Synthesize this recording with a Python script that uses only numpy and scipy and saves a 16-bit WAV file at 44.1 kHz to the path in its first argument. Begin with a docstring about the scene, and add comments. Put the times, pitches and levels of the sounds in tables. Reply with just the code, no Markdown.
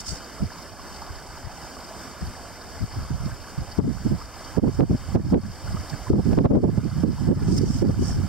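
"""A stream rushes at the foot of a brushy mountain slope, heard from a hand-held camera.
Its white water is a wash of noise, with air pockets ringing in it and droplets falling back.
Wind rises, mostly from the right: its eddies thump and flap right on the two microphone ports,
and the strongest make the limiter duck the stream. Close by, a sleeve swishes as the camera is swung."""
import sys
import numpy as np
from scipy import signal
from scipy.fft import rfft, irfft, next_fast_len
from scipy.io import wavfile
from scipy.ndimage import uniform_filter1d, map_coordinates

SR = 44100
rng = np.random.default_rng(int(sys.argv[2]) if len(sys.argv) > 2 else 0)


def to_wav(s):
    """Save 16-bit WAV."""
    ch = np.atleast_2d(s).T  # columns
    pcm = np.round(np.clip(ch, -1, 1) * 32767)  # PCM
    wavfile.write(sys.argv[1], SR, pcm.astype(np.int16))


N = 365148
T = np.arange(N) / SR
PORTS = np.array([[.5], [-.5]])  # splits a left-minus-right value between the two ports

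# How alike the water is at the two ports. Each row: frequency in Hz, likeness from -1 (opposed) to 1.
WATER_LIKENESS = [(100, 0.69), (550, 0.87), (2600, 1), (4100, 1), (4700, 0.71), (5400, 0.37), (5800, -0.27),
                  (6200, -0.78), (7200, -0.67), (8500, -0.024), (10000, 0.18), (13000, -0.24)]
# The heaviest pressure swings in the gusts. Each row: centre in seconds, left and right level in dB.
PRESSURE_SLAMS = [(3.795, 0, -19.5), (4.122, -25, -9.5), (4.587, -7, 5.5), (4.671, -8, -4.5),
                  (4.812, -10.5, -4.5), (4.913, -12, -5), (5.163, -11, 0), (5.341, 3, 5.5), (6.137, 1, -15),
                  (6.194, -9, -3.5), (6.383, -5, -6), (6.46, 5, 9.5), (6.516, 6.5, -3), (6.578, 5, -4),
                  (6.65, -5, 1.5), (6.783, -12, -4), (7.041, -14.5, -10), (7.29, -9.5, -1.5),
                  (7.898, -9, -10)]
# Sharp pops inside the hardest gusts. Each row: start in seconds, level in dB.
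PRESSURE_POPS = [(4.072, -24), (4.807, -4.5), (5.16, -6.5), (5.344, 1), (6.332, -12.5), (6.388, 0.5),
                 (6.452, -12), (6.46, 2.5)]


def amp(db):
    """Decibels to gain."""
    return 10 ** (np.asarray(db) / 20)


def unit(x):
    """x at rms 1."""
    return x / np.sqrt(np.mean(x ** 2) + 1e-20)


def along(points, hz):
    """(Hz, value) points joined on a log axis."""
    f, v = np.transpose(points)
    return np.interp(np.log(hz + 1), np.log(f + 1), v)


def wobble(rate):
    """A smooth random curve, rate knots a second."""
    return map_coordinates(rng.standard_normal(int(N * rate / SR) + 4), [T * rate])


def swell(at, rise, fall, hold=0):
    """An envelope that reaches 1 at the given time, holds and falls; all in seconds."""
    return np.exp(-(np.minimum(T - at, 0) / rise) ** 2 - (np.maximum(T - at - hold, 0) / fall) ** 2)


def filtered(x, response):
    """x times a response of frequency."""
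    m = next_fast_len(x.shape[-1] + 8192)
    return irfft(rfft(x, m) * response(np.fft.rfftfreq(m, 1 / SR)), m)[..., :x.shape[-1]]


def rush(spectrum, likeness, patchy_db):
    """Stereo noise of rms 1 with brief patches of random gain, coloured by the camera's housing."""
    # The housing's peaks and notches. Each row: centre in Hz, width in Hz, gain in dB.
    housing = [(1870, 71, -9), (3013, 170, 5), (3400, 63, -9), (4033, 216, -6.5), (4578, 170, 8),
               (4810, 38, -26), (5170, 370, 7), (8030, 610, 5)]

    def mid_side_response(hz):
        housing_db = sum(db * np.exp(-((hz - centre) / width) ** 2) for centre, width, db in housing)
        angle = np.arccos(np.clip(along(likeness, hz), -1, 1)) / 2
        return amp(along(spectrum, hz) + housing_db) * [np.cos(angle), np.sin(angle)]

    bins = signal.stft(rng.standard_normal((2, N)), nperseg=512)[2]
    patches = uniform_filter1d(rng.standard_normal(bins.shape[1:]), size=5, axis=0)
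    patches = unit(uniform_filter1d(patches, size=6, axis=1))
    noise = signal.istft(bins * amp(patchy_db * patches), nperseg=512)[1][:, :N]
    mid, side = filtered(noise, mid_side_response)
    return unit(np.array([mid + side, mid - side]))


def spray():
    """Droplets fall back on the water in faint, irregular spits and a few small splashes."""
    # The droplets' hiss. Each row: frequency in Hz, relative level in dB.
    spectrum = [(500, -29), (2500, -10), (5000, 12), (8000, -9), (15000, -14)]
    # Splashes on the rocks. Each row: centre in seconds, level in dB.
    rock_splashes = [(1.157, -43.5), (2.62, -44.5), (3.26, -43.5), (3.72, -43), (4.451, -43), (5.9, -37.5)]
    spits = amp(-54) * unit(amp(13.0 * np.tanh(wobble(140)) + 2.2 * wobble(9.8)))
    splashes = sum(amp(db) * np.exp(-((T - at) / 0.0057) ** 2) for at, db in rock_splashes)
    return (spits + splashes) * rush(spectrum, WATER_LIKENESS, patchy_db=1.5)


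def bubbles(count, pitch_hz, spread_octaves, cycles, size_db):
    """Small air pockets ring in the water, each rising a little in pitch as it dies."""
    when, pitch, size = rng.random((3, count, 1))
    hz = pitch_hz * 2 ** (spread_octaves * (2 * pitch - 1))
    t = np.arange(SR // 25) / SR
    age = t * hz / cycles
    envelope = amp(-size_db * np.log(size + 0.033)) * age * np.exp(-2 * age)
    rings = envelope * np.sin(2 * np.pi * hz * t * (1 + 0.034 * age))
    index = (when * N).astype(int) + np.arange(len(t))
    return unit(np.bincount(index.ravel(), rings.ravel(), N)[:N])


def gurgles():
    """Larger air pockets close to the bank, each a short rising plop."""
    # Single plops. Each row: start in seconds, starting pitch in Hz, level in dB.
    plops = [(0.794, 1113, -33), (1.02, 898, -34.5), (1.58, 804, -35.5), (1.909, 651, -33),
             (4.213, 1220, -33), (5.769, 1227, -32.5), (6.069, 1020, -31.5)]
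    out = np.zeros(N)
    age = np.arange(SR // 16) / SR / 0.0029
    for start, hz, db in plops:
        phase = 2 * np.pi * np.cumsum(hz * (1 + 0.0019 * age)) / SR
        out[round(start * SR):][:len(age)] += amp(db) * age * np.exp(1 - age) * np.sin(phase)
    return out


def stream():
    """White water with a soft babble in it, all wavering with the flow."""
    # The white water's rush. Each row: frequency in Hz, relative level in dB.
    spectrum = [(25, -24), (70, -24), (150, 2), (280, 3.5), (450, -2), (620, 0.5), (1250, -2), (1700, -4),
                (2100, -8.5), (2600, -15.5), (4000, -15.5), (6000, -10.5), (9500, -20), (15500, -25.5)]
    flow = amp(0.35 * wobble(2.2506) + 0.77 * wobble(11))
    white_water = amp(-41.5) * rush(spectrum, WATER_LIKENESS, patchy_db=1.57)
    babble = amp(-52) * bubbles(count=2000, pitch_hz=986, spread_octaves=0.752, cycles=4.0, size_db=7.5)
    return flow * (white_water + babble + gurgles())


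def bearing(water, left_lag_s=2e-5):
    """The water lies slightly to the right, and the housing shades the left port."""
    # The water's balance at the ports. Each row: frequency in Hz, left minus right in dB.
    balance = [(60, 3), (130, 0.5), (290, -2.5), (640, -2.0), (1410, -2.5), (3100, 1), (6820, -0.5),
               (15000, -3)]
    delay = lambda hz: np.exp(-2j * np.pi * hz * PORTS * left_lag_s)
    return filtered(water, lambda hz: amp(PORTS * along(balance, hz)) * delay(hz))


def sleeve():
    """Cloth slides on cloth beside the microphone in short, slightly scratchy strokes."""
    # The sleeve's strokes. Each row: peak time, rise and fall in seconds, level in dB.
    swishes = [(.003, .01, 0.014, -36.5), (.088, 0.029, 0.036, -32.5), (.145, 0.027, 0.037, -40),
               (4.75, 0.027, 0.014, -46), (5.88, 0.076, .05, -61), (7.562, 0.075, 0.018, -38.5),
               (7.582, 0.011, 0.0069, -30), (7.745, 0.14, 0.076, -40), (8.059, 0.049, 0.087, -38)]
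    # The cloth's hiss. Each row: frequency in Hz, relative level in dB.
    spectrum = [(300, -21), (2500, -16.5), (4500, -5.5), (5600, 3), (6800, -1.5), (8200, -5.5),
                (9500, -8.5), (11000, -20), (15500, -19)]
    # How alike it is at the two ports. Each row: frequency in Hz, likeness from -1 to 1.
    likeness = [(2000, .8), (5000, 0.11), (6500, -0.37), (12000, -0.5)]
    strokes = sum(amp(db) * swell(at, rise, fall) for at, rise, fall, db in swishes)
    scratch = amp(1.8 * wobble(250))
    return strokes * scratch * rush(spectrum, likeness, patchy_db=3) * amp([[-1], [1]])


def airflow():
    """Pressure in dB at the two ports: gusts and slams swell out of the breeze, and eddies stir both."""
    # The rising breeze between gusts. Each row: time in seconds, pressure in dB.
    breeze = [(0, -45), (.7, -48), (1.2, -43.5), (1.7, -48), (2.6, -46), (3.25, -35), (3.5, -46),
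              (4.12, -30), (4.35, -46), (4.53, -42), (4.8, -24), (5.02, -35), (5.33, -21), (5.58, -41),
              (6.05, -39), (6.55, -13), (6.88, -29), (7.4, -22), (8.28, -26)]
    # Gusts on the ports. Each row: start and length in seconds, pressure in dB, left minus right in dB.
    gusts = [(0.087, .05, -35, 5.5), (0.414, 0.04, -24.5, -6), (1.104, 0.026, -35, 1),
             (1.441, 0.021, -33.5, 14), (2.221, 0.064, -29, 2), (2.814, .02, -26, 6),
             (2.972, 0.07, -28, -3), (3.113, 0.038, -26, -10), (3.21, .11, -27.5, -5),
             (3.584, 0.032, -26, -1), (3.796, .08, -16, 3), (3.89, 0.08, -30, -18), (4.06, 0.093, -20, -2),
             (4.629, 0.051, -13, -3), (4.793, 0.041, -14, -8), (4.905, 0.042, -14, 1),
             (5.156, 0.041, -14, -2), (5.335, 0.031, -4.5, -6), (5.436, 0.061, -27, -3),
             (5.655, 0.15, -26, -3), (5.924, .02, -33, -14), (6.109, .09, -13, -3.5),
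             (6.26, 0.075, -18, -5), (6.382, .025, -10, -2), (6.511, 0.068, -4.5, 2), (6.629, .06, -13, -5),
             (6.835, 0.038, -22.5, -11), (6.959, 0.051, -22, -5), (7.041, 0.048, -14.5, -7),
             (7.286, 0.039, -14.5, -6.5), (7.485, 0.18, -18.5, -4), (7.829, 0.087, -18.5, -6.5),
             (7.996, 0.033, -17.5, 5.5), (8.15, 0.036, -22, -0.5)]
    breeze_side_db, sag_db_per_s, swirl_db, eddies_per_s = -4.5, 22, -11, 48
    power = amp(np.interp(T, *np.transpose(breeze)) + PORTS * breeze_side_db) ** 2
    for start, length, db, side_db in gusts:
        sag_db = sag_db_per_s * np.clip(T - start, 0, length)  # a gust is strongest at its front
        envelope = swell(start, rise=.009, fall=.016, hold=length)
        power += (amp(db - sag_db + PORTS * side_db) * envelope) ** 2
    for at, left_db, right_db in PRESSURE_SLAMS:  # rough air swirls round each slam
        power += (amp([[left_db], [right_db]]) * amp(swirl_db) * swell(at, rise=.012, fall=.012)) ** 2
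    shared_eddies, left_eddies, right_eddies = (np.tanh(wobble(eddies_per_s)) for _ in range(3))
    return 10 * np.log10(power) + 2.5 * shared_eddies + 3 * np.array([left_eddies, right_eddies])


def flaps(flow_db):
    """The flow lets go of a port for milliseconds and flaps: fitfully in wind, and at each slam and pop."""
    # Flapping at a port's edge. Each row: frequency in Hz, relative level in dB.
    spectrum = [(100, -17), (300, 5.5), (520, 2), (750, -5.5), (1100, -14), (1600, -27), (2500, -41),
                (4500, -46), (9000, -88)]
    growth_db_per_db, fit_depth_db, slam_lag_s = 1.815, 15.5, 0.0029
    fits = np.tanh([wobble(110), wobble(110)])
    strength = amp(-17 + growth_db_per_db * flow_db + fit_depth_db * fits)
    for at, left_db, right_db in PRESSURE_SLAMS:
        envelope = swell(at + slam_lag_s, rise=0.0095, fall=0.0095)
        strength += amp([[left_db], [right_db]]) * amp(-18) * envelope
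    for at, db in PRESSURE_POPS:
        strength += amp(db - 11.5) * swell(at, rise=0.0088, fall=0.0088)
    noise = unit(filtered(rng.standard_normal((2, N)), lambda hz: amp(along(spectrum, hz))))
    local_power = np.abs(uniform_filter1d(noise ** 2, size=300))
    return strength * unit(noise / np.sqrt(local_power + .02))


def pops(push_s=0.0014, dull_hz=2600):
    """Flow tears off a port's edge: an abrupt push and a slower pull, louder on the right."""
    out = np.zeros(N)
    age = np.arange(SR // 50) / SR / push_s
    for start, db in PRESSURE_POPS:
        out[round(start * SR):][:len(age)] += amp(db) * (1 - age) * np.exp(-age)
    return filtered(out, lambda hz: 1 / (1 + 1j * hz / dull_hz) ** 2) * amp([[-4], [0]])


def slams(width_s=.0017):
    """Each slam is one violent push and pull of air against the ports."""
    out = np.zeros((2, N))
    lead = SR // 50
    offset = np.arange(-lead, lead) / SR / width_s
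    swing = -offset * np.exp(.5 - offset ** 2) * np.sqrt(2)
    for at, left_db, right_db in PRESSURE_SLAMS:
        out[:, round(at * SR) - lead:][:, :len(swing)] += amp([[left_db], [right_db]]) * swing
    return out


def buffet(level_db, evenness):
    """A frozen pattern of turbulence sweeps past one port: faster air is both louder and higher."""
    # The turbulence at speed 1. Each row: frequency in Hz, relative level in dB.
    spectrum = [(20, -7.5), (90, 5), (190, 5.5), (320, -3), (450, -15), (700, -36.5), (1200, -61),
                (2500, -61), (6000, -110)]
    # How fast it sweeps past. Each row: pressure in dB, relative speed.
    sweep_speeds = [(-45, .36), (-32, .44), (-24, .66), (-17, .94), (-6, 1.45)]
    pattern = unit(filtered(rng.standard_normal(2 * N), lambda hz: amp(along(spectrum, hz))))
    local_power = np.abs(uniform_filter1d(uniform_filter1d(pattern ** 2, size=500), size=300))
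    pattern = unit(pattern / (local_power + 0.011) ** (evenness / 2))
    flutter = wobble(130)  # small eddies ride on the large ones and make them ragged
    speed = np.interp(level_db, *np.transpose(sweep_speeds)) * amp(flutter)
    swept = map_coordinates(pattern, [np.cumsum(speed)], order=1, mode="mirror")
    return amp(level_db + 1.305 * flutter - 1.0) * swept


def wind(flow_db, vent_hz=42):
    """Each port feels its own turbulence; pressure slower than vent_hz leaks round the membrane."""
    pressure = np.array([buffet(port_db, evenness=0.54) for port_db in flow_db])
    return amp(2.23) * filtered(pressure, lambda hz: 1j * hz / (vent_hz + 1j * hz))


def scene():
    """Stream, wind and sleeve at the two microphone ports."""
    flow_db = airflow()
    water = bearing(stream() + spray())
    return water + wind(flow_db) + slams() + flaps(flow_db) + pops() + sleeve()


def limiter(x, ceiling_db, release_s):
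    """One gain for both channels: it drops quickly on a peak and creeps back."""
    peak_db = 20 * np.log10(np.abs(x).max(axis=0) + 1e-9)
    over_db = np.maximum(peak_db - ceiling_db, 1e-6)
    held_db = np.exp(np.maximum.accumulate(np.log(over_db) + T / release_s) - T / release_s)
    return x * amp(-uniform_filter1d(held_db, size=200))


def record(dry):
    """The camera limits the gusts and keeps nothing above its band limit."""
    return filtered(limiter(dry, ceiling_db=-8.5, release_s=0.093), lambda hz: hz < 15800)


dry = scene()
out = record(dry)
to_wav(out)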